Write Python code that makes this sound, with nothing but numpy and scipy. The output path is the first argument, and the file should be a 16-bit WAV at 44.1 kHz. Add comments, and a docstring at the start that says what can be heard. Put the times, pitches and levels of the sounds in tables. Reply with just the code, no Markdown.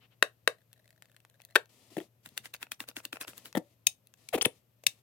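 """Soap bottles and a glass bowl

Plastic soap bottles are emptied into a hand-held glass bowl, close to a phone in a small dry room.
An upturned bottle knocks on the bowl and ticks as it is shaken; a pump clicks, hisses and spits in quick
strokes; a flip cap snaps open, gel and air sputter out, and the cap snaps shut, all over a faint hum.
Contacts are damped modes plus a noise crack; air and rubbing are shaped noise; soap and squeaks are
gliding oscillations."""
import sys
import numpy as np
from scipy import signal
from scipy.fft import rfft, irfft, next_fast_len
from scipy.io import wavfile
from scipy.ndimage import uniform_filter1d

SR = 44100
rng = np.random.default_rng(int(sys.argv[2]) if len(sys.argv) > 2 else 0)


def store_pcm(level_fs):
    """Save levels as 16-bit WAV."""
    pcm = np.round(np.clip(level_fs, -1, 1) * 32767).astype(np.int16)
    wavfile.write(sys.argv[1], SR, np.atleast_2d(pcm).T)


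N = 221602
TIME = np.arange(N) / SR

# Levels are relative, before panning and gains in the code. Modes are nominal: blows shift pitch and decay.
# still air, spectrum: freq_hz, level_db
AIR_SPECTRUM = [(15, -48.5), (25, -26), (117, 1.5), (170, -4.5), (293, -12.5), (354, -15), (591, -13),
                (818, -22), (2220, -29.5), (2690, -26.5), (5730, -45.5), (9320, -41.5), (13200, -21),
                (16000, -37.5)]
HUM_HZ, HUM_DB, AIR_DB = 116.59, -74, -72.5

# room reflections, spectrum: freq_hz, level_db
ROOM_SPECTRUM = [(100, -6), (330, 1.5), (560, 8), (850, 4.5), (1500, -3), (4000, -3.5), (9000, -2.5),
                 (16000, -7)]
ROOM_T60_S, ROOM_DB = 0.14, -17.5

# left/right level difference for sounds at the bowl: freq_hz, left_minus_right_db
PORT_SHADE = [(300, -1), (700, -2), (1700, 5), (2600, 4), (4200, -2.5), (7000, -2), (12000, 0)]
LEFT_LEAD_S = .00006

# fingers sliding over plastic: start_s, length_s, level_db
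SLIDES = [(1.69, 0.20114, -66), (1.9, 0.13496, -60.5), (2.23, 0.27342, -70.5), (3.3, 0.19142, -63),
          (3.62, 0.12, -74.5), (4.17, 0.4111, -69), (4.9, 0.0938, -72)]
# sliding fingers, spectrum: freq_hz, level_db
SLIDE_SPECTRUM = [(120, -54), (200, -4.5), (456, -11.5), (735, -14.5), (1400, -20.5), (1560, -33),
                  (1770, -17.5), (3250, -16.5), (12600, -23), (16000, -33)]
# short swishes of a fingertip on the bottle: start_s, length_s, level_db
SWISHES = [(0, 0.073, -64), (0.102, 0.05, -69.5)]
# fingertip swish, spectrum: freq_hz, level_db
SWISH_SPECTRUM = [(400, -9.5), (1800, -9), (2900, -2.5), (3700, -10.5), (8000, -34), (16000, -29.5)]
SLIDE_ATTACK_S, SLIDE_RELEASE_S = 0.004, 0.023
HOLD_DB = -81.5  # faint rustle of the hand that holds the bowl

# contact crack, spectrum: freq_hz, level_db
CRACK_SPECTRUM = [(50, -52), (200, -16), (600, -13), (2000, 4), (6000, -1), (11000, 0.5), (16000, -5)]
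MODE_SCATTER = .025  # largest random detuning, fraction of mode frequency

# loudest creaks of plastic walls: start_s, level_db, tilt_db_per_octave
CREAKS = [(.73, -51.5, 3), (1.0227, -49, -1), (1.165, -54.5, -1), (1.25, -54, -5.5), (1.402, -56, -9),
          (1.4183, -53, 5), (1.45, -45, 16), (2.2895, -52, 9.5), (3.5276, -49, -2), (4.0712, -55, 12.5),
          (4.139, -54, -1.5)]
# shaken bottle, modes: freq_hz, level_db, t60_s
BOTTLE_MODES = [(599.9, -8.5, 0.064), (1592, -7.5, 0.017), (1784.3, -1, 0.017), (3830, -7, 0.022)]
SHAKE_START_S, SHAKE_LENGTH_S = .72, 0.95  # span of the faint random creaks
CREAK_DB, CREAK_RANGE_DB, CREAK_TILT_DB = -64, 6, 0

# bottles bumped and set down on the desk: start_s, level_db, tilt_db_per_octave, ring_factor
THUMPS = [(1.968, -32, 1.5, 0.511), (2.002, -44.5, 5.5, 0.7844), (3.5505, -33.5, 5, 0.6444),
          (3.553, -29, 5.5, 0.44), (3.562, -38.5, 3.5, 1), (3.5705, -24, 0.5, 0.61),
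          (3.575, -23.5, 0.5, 0.5327)]
# bottle wall flexing in the hand, dull thuds: start_s, level_db, ring_factor
GRIPS = [(2.27, -62.5, 0.709), (2.32, -59.5, 1.005), (2.40, -62.5, 3.313), (4.4605, -35, 0.41)]
# desk, modes: freq_hz, level_db, t60_s
DESK_MODES = [(181.13, -1, 0.09221), (313.94, -0.5, 0.055), (531.98, -0.5, 0.026), (579.63, -23, 0.26),
              (803.1, -5, 0.023), (1342.5, -21, 0.034), (1856.1, -6, 0.014), (3363.1, -6, 0.0076)]
THUD_TILT_DB, THUD_PITCH = -10, .66
RECOIL_DB, RECOIL_RING = -41, 1.4  # thud of the bottle, level relative to the SNAPS entry

# air squeaking through the wet cap: start_s, length_s, start_hz, end_hz, level_db
SQUEAKS = [(4.411, 0.0053, 2784, 3660, -23), (4.415, .010, 3898, 8519, -28),
           (4.4229, 0.0071, 8790, 10220, -25.5), (4.449, .010, 3685, 2381, -22),
           (4.456, 0.004, 10970, 9074, -20)]

# soap sloshing in a bumped bottle: start_s, length_s, level_db
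SLOSHES = [(1.914, 0.0153, -54.5), (1.978, 0.014, -28.5), (2.005, .02, -40.5)]
# gel and air sputtering from the flip cap: start_s, length_s, flap_db, spray_db_re_flap
SPUTTERS = [(4.327, .041, -26, -5.5), (4.375, .016, -32.5, -5.5), (4.417, .015, -41, 6.5),
            (4.446, .012, -38.5, 8), (4.4544, .016, -27, -11)]
# spray, spectrum: freq_hz, level_db
SPRAY_SPECTRUM = [(60, -31), (250, -2.5), (800, 13.5), (1300, -3.5), (1800, 6.5), (3200, 7), (5000, -7),
                  (8000, -5), (11000, -1), (15500, -7)]
SLOSH_START_HZ, SLOSH_END_HZ = 311.87, 366.7
SPIT_DELAY_S, SPIT_S, SPIT_START_HZ, SPIT_END_HZ = .002, .014, 390.97, 225.89
PRESS_SPIT_DB, RETURN_SPIT_DB = -41, -51  # at 0 dB flow
SPUTTER_START_HZ, SPUTTER_END_HZ = 866.32, 220.11
FLAP_WANDER = 0.03023  # unsteadiness of the gel flapping in the cap, radians per sample

# large soap bubbles bursting at the pump spout: start_s, level_db
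POPS = [(2.5469, -44), (2.668, -54), (2.8389, -52), (2.9129, -56), (3.002, -49.5), (3.1577, -45),
        (3.1692, -41.5), (3.233, -46), (3.2485, -45.5), (3.333, -52.5)]
# bubble at the spout, modes: freq_hz, level_db, t60_s
SPOUT_MODES = [(650.4, 5, 0.006487), (1142.1, -8, 0.0216), (1674.2, 4.5, 0.018), (2397, -14.5, 0.0091),
               (3149.2, 15, 0.01015)]
POP_TILT_DB, POP_PITCH, POP_RING = -6.5, 0.8331, 0.9108

# pump head pushed down to its stop: click_s, click_db, hiss_db, hiss_lead_s
PRESSES = [(2.2596, -43.5, -54.5, .012), (2.4564, -40.5, -48.5, 0.018214), (2.628, -34, -48.5, 0.02148),
           (2.8034, -32.5, -47, 0.007993), (2.9663, -34, -46.5, 0.008577), (3.1284, -33.5, -50, .004),
           (3.2795, -40, -46, .008), (3.4563, -43, -49, 0.009471)]
# pump head springing back up: click_s, click_db, hiss_db, hiss_lead_s
RETURNS = [(2.3765, -28.5, -49, 0.011087), (2.5393, -37, -43.5, 0.00387), (2.718, -31, -45, 0.00544),
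           (2.8874, -38, -46.5, 0.011103), (3.0516, -32, -52.5, .02), (3.2116, -36, -38.5, .008),
           (3.379, -42, -51, 0.01426)]
# soap flow as the pump primes and runs out: time_s, flow_db
SOAP_FLOW = [(2.55, -21), (2.8, -6.5), (3.1, -0.5), (3.3, -9), (3.46, -20.5)]
# pump, modes: freq_hz, level_db, t60_s
PUMP_MODES = [(395.02, -9, 0.0061), (821.53, -2.5, 0.008497), (1502.7, -8.5, 0.026), (1801.6, 1.5, 0.012),
              (2648.9, 1, 0.02), (3465.3, 3, 0.011), (4151.9, 9.5, 0.004), (6256, -5, 0.0057),
              (8638, -16, 0.0033), (11942, -15, 0.0057)]
# air and soap past the piston, spectrum: freq_hz, level_db
HISS_SPECTRUM = [(200, 4), (500, 9.5), (800, 3.5), (1600, 11), (3500, 4), (6000, 2), (8000, 4.5),
                 (11300, 4), (16000, 2)]
DRY_STROKE_S, WET_STROKE_S = .036, 0.011  # nominal hiss length, and extra at 0 dB flow
FIRM_CLICK_DB = -31.5  # weaker return clicks than this sound thinner

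# flip cap catching and snapping: start_s, level_db, tilt_db_per_octave, pitch_factor, ring_factor
SNAPS = [(3.869, -15.5, 2.5, 0.9936, 0.6415), (4.2878, -40, -0.5, 0.9659, 0.1342),
         (4.8373, -49, -17, 0.788, 0.64), (4.8666, -15.5, -1, 0.9838, 0.5403)]
# flip cap, modes: freq_hz, level_db, t60_s
CAP_MODES = [(653.34, -11, 0.011), (2053.5, -11.5, 0.012), (2586.4, 4.5, 0.016), (3722, 1, 0.023),
             (4259.5, -3, .014), (4824, -10.5, .012), (6247.8, -1.5, 0.027), (7222, -2.5, 0.0069),
             (8627, -3.5, 0.013), (9857.6, -3, 0.024), (11600, -15, 0.021), (12220, -12.5, 0.0084),
             (15460, -11, 0.0092)]
# chattering lid, spectrum: freq_hz, level_db
CHATTER_SPECTRUM = [(100, -39), (700, -17), (1400, -30.5), (2400, 0.5), (3300, -5), (6500, -4),
                    (10000, -7.5), (16000, -10.5)]

# bottle neck on the bowl: start_s, level_db, tilt_db_per_octave, pitch_factor, ring_factor
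KNOCKS = [(.2258, -12, -2.0543, 0.99965, 0.6628), (.4758, -14.5, -3.5, 1.037, 0.5419),
          (1.5548, -20, -2, 0.88193, 1.711), (1.5584, -13.5, -4.5, 1.0, 1),
          (1.5632, -21, -4, 0.97265, 0.689)]
# glass bowl, modes: freq_hz, level_db, t60_s
BOWL_MODES = [(342, -20, 0.029), (438.79, -15, 0.045), (591.75, -7.5, 0.023), (795.5, -17, 0.018),
              (1037.6, -8, 0.017), (1307, -14.5, 0.0057), (1562.7, 2, 0.02), (1827.7, -2, 0.028),
              (2146.6, -1, 0.0043), (2603.2, 0, 0.02), (3748.2, 0.5, 0.022), (4536, -6, 0.02),
              (5589, -13.5, 0.0038), (6406.6, -19.5, 0.0089), (7830, -24, 0.0034), (10036, -3, .009)]


def undb(db):
    """Decibels to gain."""
    return 10 ** (np.asarray(db) / 20)


def unit(x):
    """Scale to rms 1."""
    return x / np.sqrt(np.mean(x ** 2))


def decay(t, t60_s):
    """Exponential decay, 60 dB down at t60_s."""
    return np.exp(-np.log(1000) * t / t60_s)


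def highpass(x, order, cutoff_hz):
    """Butterworth high-pass."""
    return signal.sosfilt(signal.butter(order, cutoff_hz, "high", fs=SR, output="sos"), x)


def add(out, start_s, x):
    """Mix a stereo sound in at start_s."""
    start = max(int(start_s * SR), 0)
    out[:, start:start + x.shape[1]] += x[:, :N - start]


def pan(x, left_db):
    """Raise left over right by left_db."""
    return x * undb(np.array([[left_db], [-left_db]]) / 2)


def curve_db(f, table):
    """Interpolate a table of level over log frequency."""
    hz, db = np.transpose(table)
    return np.interp(np.log(f), np.log(hz), db)


def noise(count, spectrum, apart_hz=2600):
    """Coloured stereo noise: alike at both ports in the bass, unrelated in the treble."""
    f = np.fft.rfftfreq(count, 1 / SR) + 1
    mid, side = rfft(rng.standard_normal((2, count))) * undb(curve_db(f, spectrum))
    side = side * f / np.hypot(f, apart_hz)
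    return unit(irfft(np.array([mid + side, mid - side]), count))


def strike(modes, tilt_db, pitch, ring, crack_db, crack_t60, rise_s, apart_hz):
    """A contact: damped modes and a short crack, rms 1 over the first 4 ms."""
    t = TIME[:SR // 8]
    hz, db, t60_s = np.transpose(modes)[:, :, None]
    # grip and contact point detune the modes from blow to blow
    hz = hz * pitch * (1 + MODE_SCATTER * rng.uniform(-1, 1, hz.shape))
    # higher modes reach the two ports further out of step
    port_phase = rng.standard_normal((2, *hz.shape)) * hz / apart_hz
    phase = rng.uniform(0, 2 * np.pi, hz.shape) + port_phase
    size = undb(db + tilt_db * np.log2(hz / 1000))
    body = np.sum(size * np.sin(2 * np.pi * hz * t + phase) * decay(t, t60_s * ring), axis=1)
    tilt_floor_hz = CRACK_SPECTRUM[1][0]
    crack_spectrum = [(f, d + tilt_db * np.log2(max(f, tilt_floor_hz))) for f, d in CRACK_SPECTRUM]
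    crack = noise(len(t), crack_spectrum) * decay(t, crack_t60)
    x = (unit(body) + undb(crack_db) * unit(crack)) * (1 - np.exp(-t / rise_s))
    # a small object radiates little below its lowest mode
    x = highpass(x, 2, 1.1 * hz.min())
    return x / np.sqrt(np.mean(x[:, :SR // 250] ** 2))


def blows(table, modes, crack_db, crack_t60, rise_s, apart_hz, bounce=0.16):
    """Each blow rings the same object, which touches again a millisecond or two later."""
    out = np.zeros((2, N))
    for start_s, db, tilt_db, pitch, ring in table:
        hit = strike(modes, tilt_db, pitch, ring, crack_db, crack_t60, rise_s, apart_hz)
        hit = undb(db) / np.hypot(1, bounce) * hit
        add(out, start_s, hit)
        # the second touch is weaker and carries little bass
        add(out, start_s + rng.uniform(.0009, 0.0021), bounce * highpass(hit, 1, 1200))
    return out


def glide(length_s, start_hz, end_hz):
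    """Phase of a gliding oscillation and the arch of its loudness."""
    u = np.linspace(0, 1, max(int(length_s * SR), 32))
    hz = start_hz * (end_hz / start_hz) ** u
    return 2 * np.pi * np.cumsum(hz) / SR, np.sin(np.pi * u)


def background():
    """A wavering appliance hum in still air: a drifting sine over coloured noise."""
    knots = np.linspace(0, TIME[-1], num=50)
    swell_db, drift = (np.interp(TIME, knots, row) for row in rng.standard_normal((2, len(knots))))
    hum = unit(np.sin(2 * np.pi * HUM_HZ * TIME + 0.61 * drift) * undb(swell_db))
    air = noise(N, AIR_SPECTRUM, apart_hz=600.4)
    return pan(undb(HUM_DB) * hum + undb(AIR_DB) * air, left_db=4.0)


def room(x):
    """Dense reflections from desk, shelves and walls die away quickly: a decaying noise response."""
    t = TIME[:SR // 3]
    onset = 1 - np.exp(-(t / 0.00033) ** 2)
    tail = noise(len(t), ROOM_SPECTRUM, apart_hz=900) * decay(t, ROOM_T60_S) * onset
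    tail = unit(tail) / np.sqrt(len(t))
    return undb(ROOM_DB) * signal.fftconvolve(pan(x, left_db=-2.5), tail, axes=1)[:, :N]


def at_bowl(x):
    """Sounds at the bowl reach the left port first; level differs between ports by frequency."""
    count = next_fast_len(N)
    f = np.fft.rfftfreq(count, 1 / SR) + 1
    # half the level and time difference goes to each port
    half = undb(curve_db(f, PORT_SHADE) / 2) * np.exp(1j * np.pi * f * LEFT_LEAD_S)
    return irfft(rfft(x, count) * np.array([half, 1 / half]), count)[:, :N]


def rubbing():
    """Skin slides unevenly over a bottle: each slide starts quickly, holds and fades."""
    grip_db = 0.62 * unit(uniform_filter1d(rng.standard_normal(N), size=700))
    speed = undb(HOLD_DB)
    for start_s, length_s, db in SLIDES:
        attack = np.clip((TIME - start_s) / SLIDE_ATTACK_S, 0, 1)
        release = np.exp(-np.maximum(TIME - start_s - length_s, 0) / SLIDE_RELEASE_S)
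        speed = np.maximum(speed, undb(db) * attack * release)
    out = noise(N, SLIDE_SPECTRUM) * speed * undb(grip_db)
    for start_s, length_s, db in SWISHES:
        count = int(length_s * SR)
        arch = np.sin(np.linspace(0, np.pi, count))
        add(out, start_s, undb(db) * arch * noise(count, SWISH_SPECTRUM))
    return pan(out, left_db=6.5)


def ticks():
    """Plastic walls creak, and soap taps faintly inside the bottle while it is shaken."""
    creaks = [(*row, 1, 1) for row in CREAKS]
    chance = rng.random((12, 2))
    # one faint creak at random in each equal slot of the shake
    for k, (when, size) in enumerate(chance):
        start_s = SHAKE_START_S + SHAKE_LENGTH_S * (k + when) / len(chance)
        creaks.append((start_s, CREAK_DB + CREAK_RANGE_DB * size, CREAK_TILT_DB, 1, 1))
    walls = blows(creaks, PUMP_MODES, crack_db=7.0, crack_t60=0.004, rise_s=0.00022, apart_hz=2439.9)
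    taps = [(.58 + .96 * when, -74 + 9 * size, 0, .92 + .2 * place, .85)
            for when, size, place in rng.random((44, 3))]
    soap = blows(taps, BOTTLE_MODES, crack_db=-5.5, crack_t60=0.018, rise_s=0.0011, apart_hz=2545.3)
    return pan(walls + soap, left_db=5)


def thumps():
    """Bottles hit the desk, and thud dully in the hand when gripped or when the cap snaps."""
    hard = [(s, db, tilt_db, 1, ring) for s, db, tilt_db, ring in THUMPS]
    recoils = [(s, db + RECOIL_DB, RECOIL_RING) for s, db, *_ in SNAPS]
    soft = [(s, db, THUD_TILT_DB, THUD_PITCH, ring) for s, db, ring in list(GRIPS) + recoils]
    out = blows(hard + soft, DESK_MODES, crack_db=-18.5, crack_t60=0.029, rise_s=0.0012, apart_hz=2480)
    return pan(out, left_db=7.0)


def squeaks():
    """A closing air gap whistles, its pitch unsteady in the wet opening."""
    out = np.zeros((2, N))
    port_phase = np.array([[0], [-.9]])
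    for start_s, length_s, start_hz, end_hz, db in SQUEAKS:
        phase, arch = glide(length_s, start_hz, end_hz)
        wander = 0.22167 * np.cumsum(rng.standard_normal(len(phase)))
        add(out, start_s, undb(db) * arch * unit(np.sin(phase + wander + port_phase)))
    return pan(out, left_db=10.0)


def flow_db(time_s):
    """Soap flow through the pump, interpolated in dB."""
    return np.interp(time_s, *np.transpose(SOAP_FLOW))


def glug(length_s, start_hz, end_hz, spray_db, wander):
    """A slug of soap flaps as air pushes past it; each flap lets out a puff of spray."""
    phase, arch = glide(length_s, start_hz, end_hz)
    phase = phase + wander * np.cumsum(rng.standard_normal(len(phase)))
    flap = unit(np.sin(phase) + 0.2029 * np.sin(2 * phase))
    puffs = unit(np.exp(.9 * np.sin(phase)))
    spray = puffs * noise(len(phase), SPRAY_SPECTRUM)
    return arch * (pan(flap, left_db=5.5) + undb(spray_db) * pan(spray, left_db=5.0))


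def glugs():
    """Soap sloshes in a bottle, spits from the pump as strongly as it flows, and sputters from the cap."""
    out = np.zeros((2, N))
    for start_s, length_s, db in SLOSHES:
        slosh = glug(length_s, SLOSH_START_HZ, SLOSH_END_HZ, spray_db=-15, wander=0.0095)
        add(out, start_s, undb(db) * slosh)
    for table, spit_db in (PRESSES, PRESS_SPIT_DB), (RETURNS, RETURN_SPIT_DB):
        for click_s, *_ in table:
            spit = glug(SPIT_S, SPIT_START_HZ, SPIT_END_HZ, spray_db=-25, wander=0.02103)
            add(out, click_s + SPIT_DELAY_S, undb(spit_db + flow_db(click_s)) * spit)
    for start_s, length_s, db, spray_db in SPUTTERS:
        sputter = glug(length_s, SPUTTER_START_HZ, SPUTTER_END_HZ, spray_db, FLAP_WANDER)
        add(out, start_s, undb(db) * sputter)
    return out


def hiss_trail(click_s, lead_s):
    """Stroke time left after the click; a stroke lasts longer when more soap flows."""
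    stroke_s = DRY_STROKE_S + WET_STROKE_S * undb(flow_db(click_s))
    return max(stroke_s - lead_s, lead_s / 2)


def bubbles():
    """Large bubbles burst at the spout; tiny ones of varied size crackle in the wake of each stroke."""
    pops = [(s, db, POP_TILT_DB, POP_PITCH, POP_RING) for s, db in POPS]
    for click_s, _, hiss_db, lead_s in list(PRESSES) + list(RETURNS):
        trail_s = 0.99 * hiss_trail(click_s, lead_s)
        for when, size, small in rng.random((6, 3)):
            db = hiss_db - 14.0 + 7 * size - 6 * when
            pops.append((click_s + trail_s * when, db, 0, 0.74 + 1.22 * small, .6))
    out = blows(pops, SPOUT_MODES, crack_db=-7, crack_t60=0.009375, rise_s=0.0003355, apart_hz=1895.9)
    return pan(out, left_db=2.5)


def strokes(table, tilt_db, thinning, trail_share):
    """Air and soap hiss past the piston, which clicks; a weak click on the way up is thin and bright."""
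    out = np.zeros((2, N))
    for click_s, click_db, hiss_db, lead_s in table:
        bright_db = tilt_db + thinning * max(FIRM_CLICK_DB - click_db, 0)
        click = strike(PUMP_MODES, bright_db, rng.uniform(0.92166, 1.0981), 0.6337, crack_db=-3.0,
                       crack_t60=.009, rise_s=0.00104, apart_hz=1863.2)
        add(out, click_s, undb(click_db) * click)
        trail_s = trail_share * hiss_trail(click_s, lead_s)
        t = np.arange(-2 * lead_s, 2 * trail_s, 1 / SR)
        flow = np.exp(-1.4 * (t / np.where(t < 0, lead_s, trail_s)) ** 2)
        fizz_db = 2.406 * unit(uniform_filter1d(rng.standard_normal(len(t)), size=40))
        # the wet passage is a little different on every stroke
        passage = [(hz, db + 2 * rng.standard_normal()) for hz, db in HISS_SPECTRUM]
        hiss = flow * unit(undb(fizz_db)) * noise(len(t), passage)
        add(out, click_s - 2 * lead_s, undb(hiss_db) * hiss)
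    return out


def pump():
    """The head is pressed down with a dull click and springs back with a brighter one."""
    down = strokes(PRESSES, tilt_db=-2, thinning=0.030758, trail_share=1.02)
    up = strokes(RETURNS, tilt_db=3.5, thinning=1.0894, trail_share=0.54)
    out = pan(down, left_db=2.5) + pan(up, left_db=3.0)
    # held to the right: left port hears it 3 samples later
    out[0] = np.roll(out[0], 3)
    return out


def cap():
    """The lid snaps open or shut; the thin plastic chatters for a few milliseconds."""
    snaps = blows(SNAPS, CAP_MODES, crack_db=-8, crack_t60=.008, rise_s=.0006, apart_hz=3000, bounce=.6)
    out = undb(-2.5) * snaps
    rise_s, chatter_t60_s = .0007, .019
    t = TIME[:SR // 20] - 10 * rise_s
    # quick rise, then decay
    envelope = np.exp(np.minimum(t / rise_s, -np.log(1000) * t / chatter_t60_s))
    for start_s, db, *_ in SNAPS:
        chatter = envelope * noise(len(t), CHATTER_SPECTRUM)
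        add(out, start_s + t[0] + rise_s, undb(db + 3.5) * chatter)
    return undb(-1.0) * pan(out, left_db=6.0)


def knocks():
    """The bottle neck strikes the glass bowl and rings its modes."""
    out = blows(KNOCKS, BOWL_MODES, crack_db=-6, crack_t60=0.012, rise_s=0.00027, apart_hz=5011, bounce=0.15)
    return pan(out, left_db=5.0)


def scene():
    """All handling sounds, their room and the background."""
    bowl_side = at_bowl(knocks() + thumps() + glugs() + squeaks())
    near = bowl_side + cap() + pump() + bubbles() + ticks() + rubbing()
    return near + room(near) + background()


def record(dry):
    """The phone drops the deepest bass, rounds the loudest peaks and cuts the top."""
    ceiling, top_hz = 1.2, 16300
    thin = highpass(dry, 2, 52)
    rounded = ceiling * np.tanh(thin / ceiling)
    return signal.sosfilt(signal.ellip(8, .2, 70, top_hz, fs=SR, output="sos"), rounded)


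dry = scene()
out = record(dry)
store_pcm(out)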